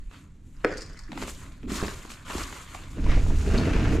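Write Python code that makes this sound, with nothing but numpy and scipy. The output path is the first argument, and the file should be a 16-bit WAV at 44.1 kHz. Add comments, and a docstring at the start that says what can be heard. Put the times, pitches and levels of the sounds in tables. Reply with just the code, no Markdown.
"""A curtain and a sliding glass door

In a small room a curtain is pushed aside: the cloth rubs, snaps and flaps in several strokes,
something clacks against the door frame and gliders tick along the rail. Then a heavy glass
door scrapes loose, shudders and rolls along its track, crunching grit as its brush seal hisses."""
import sys
import numpy as np
from scipy import signal
from scipy.fft import rfft, irfft
from scipy.io import wavfile
from scipy.ndimage import uniform_filter1d

SR = 44100
rng = np.random.default_rng(int(sys.argv[2]) if len(sys.argv) > 2 else 0)


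def unload_audio(sound):
    """Save the sound as a 16-bit wav file, at the path given as the first command line argument."""
    columns = np.transpose(np.atleast_2d(sound))
    # keep every value between -1 and 1, then stretch to whole-number steps
    steps = np.round(np.clip(columns, -1, 1) * 32767)
    wavfile.write(sys.argv[1], SR, steps.astype(np.int16))


N = 176400
TIME = np.arange(N) / SR
NEAR_ROOM_DB = -9  # echo level of the cloth's folds and the door's knocks


def curtain():
    """Fibres rub under each stroke; folds snap and the heavy cloth flaps."""
    # four strokes of the cloth, each (time [s], swish level [dB], fizz level [dB])
    first_brush = [(0, -63, -73), (.09, -68, -73), (.135, -49.5, -62.5), (.22, -60, -65), (.29, -69, -78),
                   (.43, -86, -79), (.47, -84, -70.5), (.62, -57, -70), (.8, -51, -67.5),
                   (1.08, -65, -69.5)]
    sweep = [(1.08, -60, -71), (1.165, -48, -60), (1.185, -45, -52), (1.23, -39.5, -46),
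             (1.262, -42.5, -55), (1.284, -42, -44.5), (1.308, -55, -45), (1.344, -56.5, -54.5),
             (1.44, -50, -57), (1.55, -58.5, -67.5), (1.66, -59, -73)]
    pull = [(1.66, -70, -76), (1.702, -38.5, -48), (1.762, -38.5, -39), (1.814, -35.5, -46.5),
            (1.84, -35.5, -45.5), (1.962, -46.5, -53.5), (2.092, -50, -56), (2.106, -46, -47),
            (2.174, -52, -59), (2.25, -55, -64)]
    gather = [(2.25, -50, -58.5), (2.29, -40.5, -49), (2.426, -37, -42), (2.468, -42, -51),
              (2.612, -46, -50.5), (2.668, -48.5, -59.5), (2.752, -45, -50.5), (2.78, -47, -55.5),
              (2.87, -48.5, -63.5), (2.914, -54.5, -57.5), (3.0, -52, -65)]
    # tone of the soft swish, bright fizz and harsh rasp, each (frequency [Hz], level [dB])
    swish_tone = [(100, -39), (250, 5.5), (450, -3), (620, -2.5), (790, -7), (1030, 3.5), (1350, 1.5),
                  (1650, -1), (2500, -3), (3600, -7), (4400, -9), (5300, -20), (7200, -16), (16000, -54)]
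    fizz_tone = [(500, -8.5), (2500, -3), (4200, -6), (5300, -13.5), (6200, -1.5), (7300, 3), (8300, -4),
                 (9400, -4), (10600, -11.5), (12000, -8), (14000, -22.5), (16000, -32)]
    rasp_tone = [(1000, -18), (3000, -4), (5300, 4.5), (7000, -5), (9000, -19), (12000, -10), (16000, -27)]
    # folds snapping and fingers tapping (time [s], level [dB], pitch [Hz])
    snaps = [(0.112, -40, 1440), (1.118, -28.5, 1950), (1.129, -28.5, 905), (1.175, -22, 1740),
             (1.216, -28, 2800), (1.224, -22, 1240), (1.234, -27, 1400), (1.279, -25.5, 1300),
             (1.52, -45, 3840), (1.63, -42, 1800), (1.678, -44, 2500), (1.703, -30.5, 1300),
             (1.827, -23.5, 700), (1.835, -17.5, 774), (1.845, -26.5, 1400), (1.881, -20.5, 1630),
             (2.05, -31.5, 650), (2.102, -30.5, 2800), (2.117, -31.5, 3020), (2.300, -23, 890),
             (2.307, -26.5, 2500), (2.351, -28, 700), (2.381, -24.5, 1100), (2.414, -26.5, 895),
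             (2.526, -28.5, 1180), (2.747, -25, 904)]
    # soft flaps (time [s], level [dB])
    flaps = [(1.221, -32), (1.235, -27.5), (1.639, -34), (1.677, -29.5), (1.716, -19.5), (1.825, -17),
             (1.835, -19), (1.861, -30), (2.351, -21), (2.412, -33), (2.521, -39)]
    # a flap's notes, retuned by chance each time (frequency [Hz], level [dB], fade time [s])
    flap_notes = [(71.7, -10.5, 0.14), (164, -5, 0.038), (242, -13, 0.051), (305, -4.5, 0.032),
                  (402, -3.5, 0.06), (580, -20, 0.022)]
    strokes = [*first_brush, *sweep, *pull, *gather]
    rub = friction(swish_tone, 5500, size_db=1, clump_db=0.04, clump_hz=69)
    swish = amp(-1) * level(strokes, 1) * patchy(rub, depth_db=2.5, patch_s=0.011, patch_hz=149)
    speed = level(strokes, 2)
    fizz = amp(1) * speed * friction(fizz_tone, 14000, size_db=0.1, clump_db=1.2, clump_hz=81)
    rasp_gain = amp(-4) * speed * (speed / amp(-47)) ** 0.32  # grows faster than the fizz
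    rasp = rasp_gain * friction(rasp_tone, 6000, size_db=0, clump_db=3.8, clump_hz=80)
    folds = np.zeros((2, N))
    for s, db, hz in snaps:
        add(folds, s, amp(db) * tap(hz, fade_s=0.019, rise_s=0.00074, below_db=-1, above_db=-10))
    for s, db in flaps:
        notes = [(hz * rng.uniform(0.838, 1.088), note_db, fade) for hz, note_db, fade in flap_notes]
        add(folds, s, amp(db) * ring(notes, contact_ms=0.88))
    let_go = np.interp(TIME, [2.97, 3.05], [1, 0])
    return let_go * (swish + fizz + rasp) + room(folds, NEAR_ROOM_DB, build_s=0.0084)


def drag():
    """The heavy curtain sticks and slips with a dull flutter as it is hauled."""
    # tugs (start [s], length [s], level [dB])
    tugs = [(.12, .15, -57), (0.456, 0.039, -57), (1.089, 0.14, -40), (1.629, 0.12, -37),
            (2.957, 0.057, -37.5)]
    # tone of the flutter (frequency [Hz], level [dB])
    tone = [(60, -47), (150, -16), (200, 0), (245, 2), (300, 0), (370, -12.5), (480, -28), (1500, -61)]
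    rise_s, fall_s = 0.0069, 0.03
    effort = np.zeros(N)
    for s, length, db in tugs:
        rise = np.clip((TIME - s) / rise_s, 0, 1)
        fall = np.exp(-np.maximum(TIME - s - length, 0) / fall_s)
        effort += amp(db) * rise * fall
    return effort * rumble(tone, steady_s=0.0474)


def door():
    """Rollers bump over the track, grit crunches and the brush seal hisses."""
    # the door's travel (time [s], roll level [dB], grit level [dB], seal level [dB])
    travel = [(2.9, -61, -57, -64), (2.994, -36, -46, -66), (3.006, -45, -51, -57),
              (3.122, -37.5, -37.5, -55), (3.224, -41, -46.5, -51.5), (3.236, -48, -46, -51.5),
              (3.312, -34, -47.5, -53), (3.374, -47.5, -48, -48.5), (3.548, -27, -36, -47.5),
              (3.868, -31, -35, -53.5), (3.954, -28, -37, -46.5), (3.99, -31.5, -42.5, -59),
              (4.0, -46, -36, -57)]
    # tone of the rollers, grit and seal, each (frequency [Hz], level [dB])
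    roll_tone = [(80, -17), (170, -2), (215, 1), (300, 2.5), (350, -0.5), (410, 2.5), (455, 0.5),
                 (545, -10.5), (660, -5.5), (800, -25), (1500, -24), (5000, -72)]
    grit_tone = [(300, -9), (700, -0.5), (1000, -1.5), (1450, 1.5), (2000, -2.5), (2750, -2), (3200, -9.5),
                 (4500, -14.5), (6500, -18.5), (16000, -64)]
    seal_tone = [(1500, -4), (4000, -0.5), (5300, -2), (7000, 1.5), (8300, -5), (9500, -7), (10600, -14),
                 (12000, -11.5), (14000, -24), (16000, -40)]
    # knocks in the track (time [s], level [dB], pitch [Hz])
    knocks = [(3.039, -33, 3500), (3.063, -22.5, 680), (3.092, -24, 1200), (3.117, -27.5, 2100),
              (3.171, -25.5, 544), (3.262, -30, 600), (3.300, -28, 910), (3.541, -28, 1490),
              (3.563, -33, 1290), (3.733, -24.5, 2500), (3.795, -30, 2500), (3.865, -52, 3000)]
    # two quick hits on a metal fitting, heard as one chink (time [s], level [dB])
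    chinks = [(3.579, -23.5), (3.584, -23)]
    # the fitting's notes (frequency [Hz], level [dB], fade time [s])
    fitting_notes = [(3840, -2, 0.022), (4320, 8, 0.016), (4900, -3, 0.031), (5150, -2, 0.02),
                     (6550, -4, 0.018), (7900, -12, 0.017)]
    bumps = friction(roll_tone, 900, size_db=1, clump_db=1, clump_hz=34.6)
    roll = amp(-0.5) * level(travel, 1) * patchy(bumps, depth_db=2, patch_s=0.027, patch_hz=50)
    crunch = friction(grit_tone, 5000, size_db=0.5, clump_db=0.6, clump_hz=60)
    grit = amp(-1.5) * level(travel, 2) * patchy(crunch, depth_db=1, patch_s=0.0052, patch_hz=120)
    seal = amp(1) * level(travel, 3) * friction(seal_tone, 18000, size_db=1, clump_db=1, clump_hz=50)
    hits = np.zeros((2, N))
    for s, db, hz in knocks:
        add(hits, s, amp(db) * tap(hz, fade_s=0.041, rise_s=0.0013, below_db=0.5, above_db=-11))
    for s, db in chinks:
        add(hits, s, amp(db) * ring(fitting_notes, contact_ms=0.05))
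    begun = np.interp(TIME, [2.92, 3.0], [0, 1])
    return begun * (roll + grit + seal) + room(hits, NEAR_ROOM_DB, build_s=0.0097)


def shudder():
    """Faint handling rumble, then the shudder and boom of the moving glass."""
    # handling, then the glass, each (time [s], deep rumble level [dB], boom level [dB])
    handling = [(0.03, -38, -84), (0.09, -39, -65), (0.12, -64, -54.5), (0.62, -42, -50.5),
                (0.69, -45, -43), (0.75, -41, -71), (0.87, -48.5, -42.5), (1.05, -40.5, -63),
                (1.12, -46, -44), (1.62, -45.5, -47), (1.65, -41, -40.5), (1.97, -45.5, -42),
                (2.04, -48, -61), (2.2, -55, -50.5), (2.42, -38.5, -41.5), (2.54, -54.5, -54),
                (2.95, -41.5, -39)]
    glass = [(2.97, -41, -34.5), (3.08, -14.5, -22.5), (3.126, -19, -25), (3.394, -23.5, -23.5),
             (3.442, -32.5, -24.5), (3.548, -19.5, -20.5), (3.692, -58, -23.5), (3.714, -22.5, -27),
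             (3.948, -30, -19.5), (4.0, -27, -25.5)]
    # tone of the deep rumble and the boom, each (frequency [Hz], level [dB])
    deep_tone = [(8, -11), (18, 2.5), (27, -4), (45, -0.5), (60, -16), (100, -44.5), (300, -96)]
    boom_tone = [(30, -17), (60, -6.5), (77, 7.5), (92, 0), (108, -4.5), (135, -4), (180, -10),
                 (280, -13.5), (600, -39), (2000, -77)]
    shaking = [*handling, *glass]
    deep = amp(1) * level(shaking, 1) * rumble(deep_tone, steady_s=0.127)
    boom = amp(-2.5) * level(shaking, 2) * rumble(boom_tone, steady_s=0.072)
    return deep + boom


def clack():
    """A hard piece hits the door frame and chatters; shorter contacts add a louder tick."""
    # the hit and its bounces (time [s], level [dB], contact time [ms])
    hits = [(0.6413, -26, 0.18), (.6459, -6, 0.11), (.6475, -9, 0.2), (.6512, -6.5, 0.89),
            (0.6546, -21.5, 0.65)]
    # the frame's notes (frequency [Hz], level [dB], fade time [s])
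    frame_notes = [(321, -14, 0.061), (436.6, 3, 0.056), (485, 0.5, 0.032), (677, -9.5, 0.034),
                   (1003, -11, 0.037), (1190, -18, 0.022), (1475, -10, 0.046), (1585, -1, .018),
                   (2020, -5, 0.0094), (2100, -10, 0.011), (2340, -8, 0.017), (2470, -11, 0.011),
                   (2680, -18, 0.0071), (3700, -20, 0.0053)]
    out = np.zeros((2, N))
    shortest_ms = min(contact_ms for s, db, contact_ms in hits)
    for s, db, contact_ms in hits:
        add(out, s, amp(db) * ring(frame_notes, contact_ms))
        tick = tap(4100, fade_s=0.014, rise_s=0.00057, below_db=1.5, above_db=-9)
        add(out, s, amp(db - 12) * shortest_ms / contact_ms * tick)
    return room(out, echo_db=-10.5, build_s=0.019)


def rail():
    """Small gliders rattle along the curtain rail and knock together."""
    # the running rattle and the single ticks, each (time [s], level [dB])
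    rattle = [(.66, -70), (.69, -38), (.76, -47), (.84, -63), (.9, -51), (1.0, -57), (1.06, -50),
              (1.13, -70)]
    ticks = [(0.565, -53.5), (.719, -41), (.737, -38.5), (.771, -29), (.779, -28.5), (.807, -34),
             (0.818, -30.5), (0.824, -36), (.86, -41), (0.894, -47), (.931, -43.5), (0.971, -41),
             (.990, -34), (1.035, -43.5)]
    # their tones, each (frequency [Hz], level [dB])
    rattle_tone = [(300, -2), (900, -3), (1400, -1.5), (1850, 4), (2150, -6), (2700, -16), (3600, -16.5),
                   (4900, -17), (6200, -15), (9000, -35), (16000, -58)]
    tick_tone = [(800, -23), (1400, -1), (1850, 4), (2500, -19), (3700, -16), (4400, 1.5), (4900, 4.5),
                 (5400, 2.5), (6200, -6.5), (7000, -3.5), (8500, -8.5), (10500, -22), (16000, -34)]
    sliding = friction(rattle_tone, 1500, size_db=3, clump_db=1, clump_hz=60)
    out = level(rattle, 1) * patchy(sliding, depth_db=5.5, patch_s=0.0085, patch_hz=200)
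    out *= np.interp(TIME, [0.64, 0.66, 1.13, 1.16], [0, 1, 1, 0])
    for s, db in ticks:
        add(out, s, amp(db) * burst(tick_tone, fade_s=0.047, rise_s=0.0007))
    return room(out, echo_db=-8.5, build_s=0.0062)


def scrape():
    """The edge of the door rubs out of its frame."""
    # strength of the scrape (time [s], level [dB])
    strength = [(3.04, -100), (3.06, -48), (3.09, -56), (3.12, -36.5), (3.16, -44), (3.2, -48), (3.3, -100)]
    # its tone (frequency [Hz], level [dB])
    tone = [(500, -28), (1200, -16), (1700, -3), (2100, 6.5), (2600, -4), (3400, -7), (5000, -12),
            (8000, -21), (16000, -55)]
    return level(strength, 1) * friction(tone, 2700, size_db=0.5, clump_db=2.5, clump_hz=70)


def air():
    """The quiet, steady rush of the room's air."""
    # tone of the air (frequency [Hz], level [dB])
    tone = [(20, 5), (120, 2.5), (260, -5.5), (370, -17), (700, -30), (2000, -31), (5000, -42), (7500, -40),
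            (10000, -57), (16000, -66)]
    return amp(-51) * rumble(tone, steady_s=0.23)


def room(x, echo_db, build_s):
    """Adds a tail of scattered echoes, each pitch dying at its own speed."""
    # how long echoes last (frequency [Hz], time to fade by 60 dB [s])
    fades = [(100, 0.59), (300, 0.51), (1000, 0.28), (2000, 0.34), (5000, 0.4), (14000, 0.14)]
    echoes = spread(rng.standard_normal((2, SR)) * (rng.random((2, SR)) < 0.1))
    hz, t, bands = signal.stft(echoes, SR, nperseg=256)
    tail = signal.istft(bands * amp(-60 * t / read(fades, hz)[:, None]), SR, nperseg=256)[1]
    tail *= np.minimum(np.arange(tail.shape[1]) / SR / build_s, 1)
    tail /= np.linalg.norm(tail[0])
    return x + amp(echo_db) * signal.fftconvolve(x, tail, axes=1)[:, :N]


def friction(tone, slips_per_s, size_db, clump_db, clump_hz):
    """Rubbing: tiny slips of uneven size, in clumps, sounding through an object."""
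    slips = rng.random(N) < slips_per_s / SR
    sizes = amp(size_db * np.minimum(rng.exponential(1, N), 4) + clump_db * wander(clump_hz))
    return colour(spread(rng.standard_normal((2, N)) * slips * sizes), tone)


def patchy(x, depth_db, patch_s, patch_hz):
    """The contact point shifts, so different pitches stand out from moment to moment."""
    bands = signal.stft(x, nperseg=512)[2]
    patches = rng.standard_normal(bands.shape[1:])
    for axis, size in enumerate([patch_hz * 512 / SR, patch_s * SR / 256]):
        smoothing = np.exp(-1 / max(size, 0.3))
        patches = signal.filtfilt([1], [1, -smoothing], patches, axis=axis, padtype=None)
    patches = np.clip(unit(patches - patches.mean()), -2.5, 2.5)
    return unit(signal.istft(bands * amp(depth_db * patches), nperseg=512)[1][:, :N])


def rumble(tone, steady_s):
    """Low noise with its slow swells evened out."""
    x = colour(spread(rng.standard_normal((2, N))), tone)
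    power = uniform_filter1d((x ** 2).mean(0), max(int(steady_s * SR), 2))
    return x / np.sqrt(power + 1e-6)


def ring(notes, contact_ms):
    """A struck object's notes each fade 60 dB in their fade time; a longer contact dulls them."""
    t = np.arange(SR // 4) / SR
    x = np.zeros(len(t))
    for k, (hz, db, fade_s) in enumerate(notes):
        sign = (-1) ** (k // 2)
        dulling = np.hypot(1, np.pi * hz * contact_ms / 1000)
        x += sign * amp(db - 60 * t / fade_s) * np.sin(2 * np.pi * hz * t) / dulling
    return x / abs(x).max()


def tap(hz, fade_s, rise_s, below_db, above_db):
    """A crunch whose level changes by so many dB an octave below and above a pitch."""
    freqs = np.geomspace(40, SR / 2, 40)
    octaves = np.log2(freqs / hz)
    db = below_db * np.maximum(-octaves, 0) + above_db * np.maximum(octaves, 0)
    db -= 10 * np.log10(1 + (freqs / 7450) ** 6)  # softens the highest treble
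    return burst(np.transpose([freqs, db]), fade_s, rise_s)


def burst(tone, fade_s, rise_s):
    """A short puff of noise that fades 60 dB in fade_s; peak 1."""
    t = np.arange(4096) / SR
    x = colour(spread(rng.standard_normal((2, len(t)))), tone)
    x *= amp(-60 * t / fade_s) * (1 - np.exp(-(t / rise_s) ** 2))
    return x / abs(x).max()


def spread(pair):
    """Two unrelated signals become a partly alike left and right."""
    # how alike the two sides are (frequency [Hz], likeness [0 to 1])
    likeness = [(50, 0.99), (250, 0.98), (600, 0.9), (1500, 0.78), (4000, 0.75), (8000, 0.89), (12000, .6)]
    n = pair.shape[-1]
    alike = np.clip(read(likeness, np.fft.rfftfreq(n, 1 / SR)), 0, 1)
    mid, side = rfft(pair) * np.sqrt([(1 + alike) / 2, (1 - alike) / 2])
    return irfft([mid + side, mid - side], n)


def colour(x, tone):
    """Filters a sound by a tone table, at strength 1."""
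    n = x.shape[-1]
    gains = amp(read(tone, np.fft.rfftfreq(n, 1 / SR)))
    return unit(irfft(rfft(x) * gains, n))


def wander(rate_hz):
    """A smooth random drift of strength 1."""
    smoothing = (1 + (np.fft.rfftfreq(N, 1 / SR) / rate_hz) ** 2) ** 2
    return unit(irfft(rfft(rng.standard_normal(N)) / smoothing, N))


def amp(db):
    """Decibels to gain."""
    return 10 ** (np.asarray(db) / 20)


def unit(x):
    """Scales to an average strength (rms) of 1."""
    return x / np.sqrt(np.mean(x ** 2) + 1e-20)


def read(table, hz):
    """Reads between a table's frequencies, with octaves evenly spaced."""
    freqs, values = np.transpose(table)
    return np.interp(np.log(hz + 1), np.log(freqs + 1), values)


def level(rows, column):
    """Gain over time from one dB column of a table."""
    rows = np.array(rows)
    return amp(np.interp(TIME, rows[:, 0], rows[:, column]))


def add(mix, s, sound):
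    """Mixes a sound in at s seconds."""
    part = mix[..., round(s * SR):][..., :sound.shape[-1]]
    part += sound[..., :part.shape[-1]]


def scene():
    """The curtain, then the door, over the quiet air of the room."""
    return curtain() + drag() + clack() + rail() + scrape() + door() + shudder() + air()


def record(dry):
    """Two slightly unequal microphones, with the highest treble cut off."""
    # balance of the microphones (frequency [Hz], left minus right [dB])
    balance = [(50, -0.8), (150, -1.8), (400, 0), (1000, 0), (4000, 0.4), (8000, 1.2), (12000, 4)]
    lean_db = read(balance, np.fft.rfftfreq(N, 1 / SR))
    x = irfft(rfft(dry) * amp([lean_db / 2, -lean_db / 2]), N)
    treble_cut = signal.firwin(511, cutoff=15700, window=("kaiser", 9), fs=SR)
    return signal.oaconvolve(x, treble_cut[None], "same")


dry = scene()
out = record(dry)
unload_audio(out)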